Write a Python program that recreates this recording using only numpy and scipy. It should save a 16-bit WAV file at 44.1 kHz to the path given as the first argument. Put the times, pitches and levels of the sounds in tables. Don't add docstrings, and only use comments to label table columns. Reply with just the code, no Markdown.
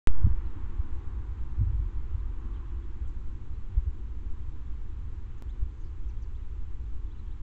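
import sys
import numpy as np
from scipy import signal
from scipy.fft import rfft, irfft
from scipy.io import wavfile
from scipy.ndimage import uniform_filter1d

SR = 44100
rng = np.random.default_rng(int(sys.argv[2]) if len(sys.argv) > 2 else 0)


def wav_record(signal):
    frames = np.transpose(np.atleast_2d(signal))
    bounded = np.clip(frames, -1, 1)
    quanta = np.round(bounded * 32767).astype(np.int16)
    wavfile.write(sys.argv[1], SR, quanta)


N = 327222
TIME = np.arange(N) / SR


def undb(db):
    return 10 ** (np.asarray(db) / 20)


def voltage_step(at_s, db, settle_s):
    return undb(db) * (TIME >= at_s) * np.exp(-np.maximum(TIME - at_s, 0) / settle_s)


def walk(rate_hz):
    hold = int(SR / rate_hz)
    levels = np.repeat(rng.standard_normal(N // hold + 1), hold)
    return 1.3 * uniform_filter1d(uniform_filter1d(levels, hold), hold)[:N]


def swell(at_s, half_width_s):
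    return np.exp(-((TIME - at_s) / half_width_s) ** 2)


def lift_db(swells):
    return sum(db * swell(at_s, half_width_s) for at_s, half_width_s, db in swells)


def turbulence(colour, flicker_db, rate_hz, bands=11):
    hz, db = np.transpose(colour)
    bin_hz = np.maximum(np.fft.rfftfreq(N, 1 / SR), 1)
    spectrum = rfft(rng.standard_normal(N)) * undb(np.interp(np.log2(bin_hz), np.log2(hz), db))
    spectrum /= 1 + (bin_hz / (2 * hz[-1])) ** 2
    octave = np.clip(np.log2(bin_hz / 10), 0, bands - 1)
    out = np.zeros(N)
    for k in range(bands):
        band = irfft(spectrum * np.maximum(1 - abs(octave - k), 0), N)
        out += band * undb(flicker_db * walk(rate_hz))
    return out / out.std()


# (frequency [Hz], relative density [dB])
WIND_SPECTRUM = [(4, 3.5), (10, 5), (25, -1), (42, -2), (56, 1), (80, -7.5), (130, -13), (200, -26.5),
                 (400, -51)]


def wind_rumble(db=-30, ease_db_per_s=0.34):
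    return turbulence(WIND_SPECTRUM, flicker_db=1.0, rate_hz=7.2) * undb(db - ease_db_per_s * TIME)


# (frequency [Hz], relative density [dB])
TYRE_SPECTRUM = [(300, -20), (600, -4), (800, -0.5), (1000, -1), (1300, -7.5), (2000, -18), (3200, -27.5),
                 (6000, -46)]
ENGINE_SPECTRUM = [(100, -21.5), (200, 4.5), (260, -2), (330, -1), (400, -9), (520, -12.5), (800, -21)]
# (time [s], half width [s], lift [dB])
ROAR_SWELLS = [(2.5, .55, 3), (4.8, .5, 1.8)]


def traffic(road_db=-68, vehicle_lift_db=16.5, recede_s=2.6, engine_db=-52, engine_follow=0.39):
    roar_db = road_db + vehicle_lift_db * np.exp(-TIME / recede_s) + lift_db(ROAR_SWELLS)
    rumble_db = engine_db + engine_follow * (roar_db - roar_db.mean())
    tyres = turbulence(TYRE_SPECTRUM, flicker_db=0.54, rate_hz=6.3) * undb(roar_db)
    engine = turbulence(ENGINE_SPECTRUM, flicker_db=1.6, rate_hz=8) * undb(rumble_db)
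    return tyres + engine


# (time [s], half width [s], lift [dB])
DRONE_SWELLS = [(.85, .42, 6), (2.95, 0.67, 7.5)]


def engine_drone(hz=338.5, db=-57, fade_db_per_s=2.5):
    note = np.sin(2 * np.pi * np.cumsum(hz + .9 * walk(9)) / SR)
    return note * undb(db - fade_db_per_s * TIME + lift_db(DRONE_SWELLS) + 1.5 * walk(7))


# (frequency [Hz], relative density [dB])
TREE_SPECTRUM = [(100, -3), (400, 7), (1000, -1.5), (2000, -10.5), (3500, -11.5), (5000, -11),
                 (7500, -17.5), (10000, -48)]


def tree_hiss(db=-60, whine_hz=749, whine_db=-71):
    hiss = turbulence(TREE_SPECTRUM, flicker_db=.2, rate_hz=5)
    whine = np.sin(2 * np.pi * np.cumsum(whine_hz + 3 * walk(12)) / SR)
    return hiss * undb(db) + whine * undb(whine_db + 2 * walk(5))


def chirp(flutter_hz, at_s, length_s, start_hz, end_hz, db, bend=1):
    out = np.zeros(N)
    span = np.flatnonzero((TIME >= at_s) & (TIME < at_s + length_s))
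    progress = np.linspace(0, 1, len(span))
    hz = start_hz + (end_hz - start_hz) * progress ** bend + flutter_hz[span]
    envelope = 2 * np.sqrt(progress * (1 - progress))
    out[span] = undb(db) * envelope * np.sin(2 * np.pi * np.cumsum(hz) / SR)
    return out


# (time [s], relative level [dB], start pitch [Hz])
CHIPS = [(.115, -62.5, 4750), (.448, -64.5, 4450), (2.19, -67, 4200), (2.55, -64.5, 3300),
         (2.822, -65.5, 3550), (3.048, -66.5, 3500), (6.088, -65, 2700), (7.143, -67, 3100),
         (7.184, -63, 4200), (7.257, -67, 3500)]
# (time [s], relative level [dB], length [s])
WHISTLES = [(2.531, -63, .027), (4.515, -70, .016), (4.663, -67, .018), (5.487, -58, .029),
            (6.346, -63.5, .028), (6.852, -69, .016), (7.061, -66, .016), (7.104, -61.5, 0.028),
            (7.305, -63, .028)]
# (time [s], length [s], start pitch [Hz], end pitch [Hz], relative level [dB])
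RASPS = [(2.907, .025, 5700, 4800, -70), (3.07, .037, 7400, 4100, -64), (5.374, .028, 6870, 5300, -67.5),
         (5.492, .02, 7060, 6400, -68), (5.794, .045, 5870, 6500, -66), (5.832, .06, 4940, 4650, -63),
         (6.084, 0.029, 6560, 4200, -61), (6.219, .03, 6250, 3700, -57.5)]


def birds(gain_db=-1, chip_s=.027, whistle_hz=3440, rise_hz_per_s=49000,
          twitter_per_s=3, twitter_hz=3450, echo_db=-11, echo_t60_s=.3):
    out, flutter = np.zeros(N), walk(1500)
    whistle_flutter_hz, chip_flutter_hz, rasp_flutter_hz = 65 * flutter, 162.5 * flutter, 390 * flutter
    for at_s, db, hz in CHIPS:
        out += chirp(chip_flutter_hz, at_s, chip_s, hz, .86 * hz, db)
    for at_s, db, length_s in WHISTLES:
        reach_hz = rise_hz_per_s * length_s / 2
        start_hz, end_hz = whistle_hz - reach_hz, whistle_hz + reach_hz
        out += chirp(whistle_flutter_hz, at_s, length_s, start_hz, end_hz, db, bend=.68)
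    for at_s, length_s, start_hz, end_hz, db in RASPS:
        out += chirp(rasp_flutter_hz, at_s, length_s, start_hz, end_hz, db, bend=1.3)
    tail = rng.standard_normal(SR // 2) * undb(-60 * TIME[:SR // 2] / echo_t60_s)
    for when, *ends in rng.random((int(twitter_per_s * TIME[-1]), 3)):
        start_hz, end_hz = twitter_hz * 2 ** ((np.array(ends) - .5) / 2)
        out += chirp(chip_flutter_hz, when * TIME[-1], chip_s, start_hz, end_hz, db=-69.5)
    echo = signal.fftconvolve(out, tail / np.linalg.norm(tail))[:N]
    return undb(gain_db) * (out + undb(echo_db) * echo)


def eddy(at_s, db, hz, phase_turns, half_width_cycles=0.63):
    envelope = undb(db) * swell(at_s, half_width_cycles / hz)
    return envelope * np.cos(2 * np.pi * ((TIME - at_s) * hz + phase_turns))


# (time [s], level [dB], frequency [Hz], wake length [s])
GUSTS = [(.248, -7.5, 86, .11), (.269, -8.5, 131, .01), (.797, -18.5, 60, .01), (1.595, -17, 65, .01),
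         (1.614, -10.5, 110, 0.27), (2.151, -19.5, 68, .01), (3.019, -21.5, 54.3, 0.16),
         (3.78, -14, 52, 0.095), (3.876, -19, 63.7, .02), (5.628, -18, 55, .02)]


def gusts(knock_db=-17, knock_ratio=1.82, eddies_per_s=42, wake_db=-6, fade_db=8.5,
          wake_ratio=0.724, sag_octaves=0.62, scatter_octaves=0.62):
    out = np.zeros(N)
    for at_s, db, hz, wake_s in GUSTS:
        draws = rng.random((16, 3))
        phase = draws[-1, 0]
        out += eddy(at_s, db, hz, phase)
        out += eddy(at_s, db + knock_db, hz * knock_ratio, phase)
        for k, (delay, scatter, phase) in enumerate(draws):
            age_s = (k + .5 + delay) / eddies_per_s
            spent = age_s / wake_s
            if spent < 1:
                octaves = scatter_octaves * (2 * scatter - 1) - sag_octaves * spent
                eddy_hz = hz * wake_ratio * 2 ** octaves
                out += eddy(at_s + age_s, db + wake_db - fade_db * spent, eddy_hz, phase)
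    return out


def tyre_song(at_s=2.55, half_width_s=.22, hz=1120, width_hz=260, db=-63):
    band = signal.butter(2, [hz - width_hz / 2, hz + width_hz / 2], "band", fs=SR, output="sos")
    song = signal.sosfilt(band, rng.standard_normal(N))
    return song / song.std() * undb(db) * swell(at_s, half_width_s)


def scene():
    road = traffic() + engine_drone() + tyre_song()
    return (road + tree_hiss() + wind_rumble() + gusts() + birds())[None]


# (frequency [Hz], Q, centre gain [dB])
CAMERA_NOTCHES = [(159, 1.05, -36), (635, 1.05, -38)]
CAMERA_TREBLE = [(5070, 0.97, -12), (7580, 4.6, 0.5)]


def record(dry, on_s=.0726, tick_s=5.4233, mic_top_hz=8200, top_hz=16000, fade_s=.004):
    sound = signal.sosfilt(signal.butter(12, mic_top_hz, fs=SR, output="sos"), dry)
    pop = voltage_step(on_s, db=-9.5, settle_s=0.17)
    pop = signal.sosfilt(signal.butter(4, mic_top_hz, fs=SR, output="sos"), pop)
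    out = sound * (TIME >= on_s) + pop
    for hz, q, db in CAMERA_NOTCHES + CAMERA_TREBLE:
        out += (undb(db) - 1) * signal.lfilter(*signal.iirpeak(hz, q, fs=SR), out)
    out += voltage_step(tick_s, db=-34.5, settle_s=0.013)
    out *= np.clip((TIME[-1] - TIME) / fade_s, 0, 1)
    return signal.sosfilt(signal.ellip(8, .2, 70, top_hz, fs=SR, output="sos"), out)


dry = scene()
out = record(dry)
wav_record(out)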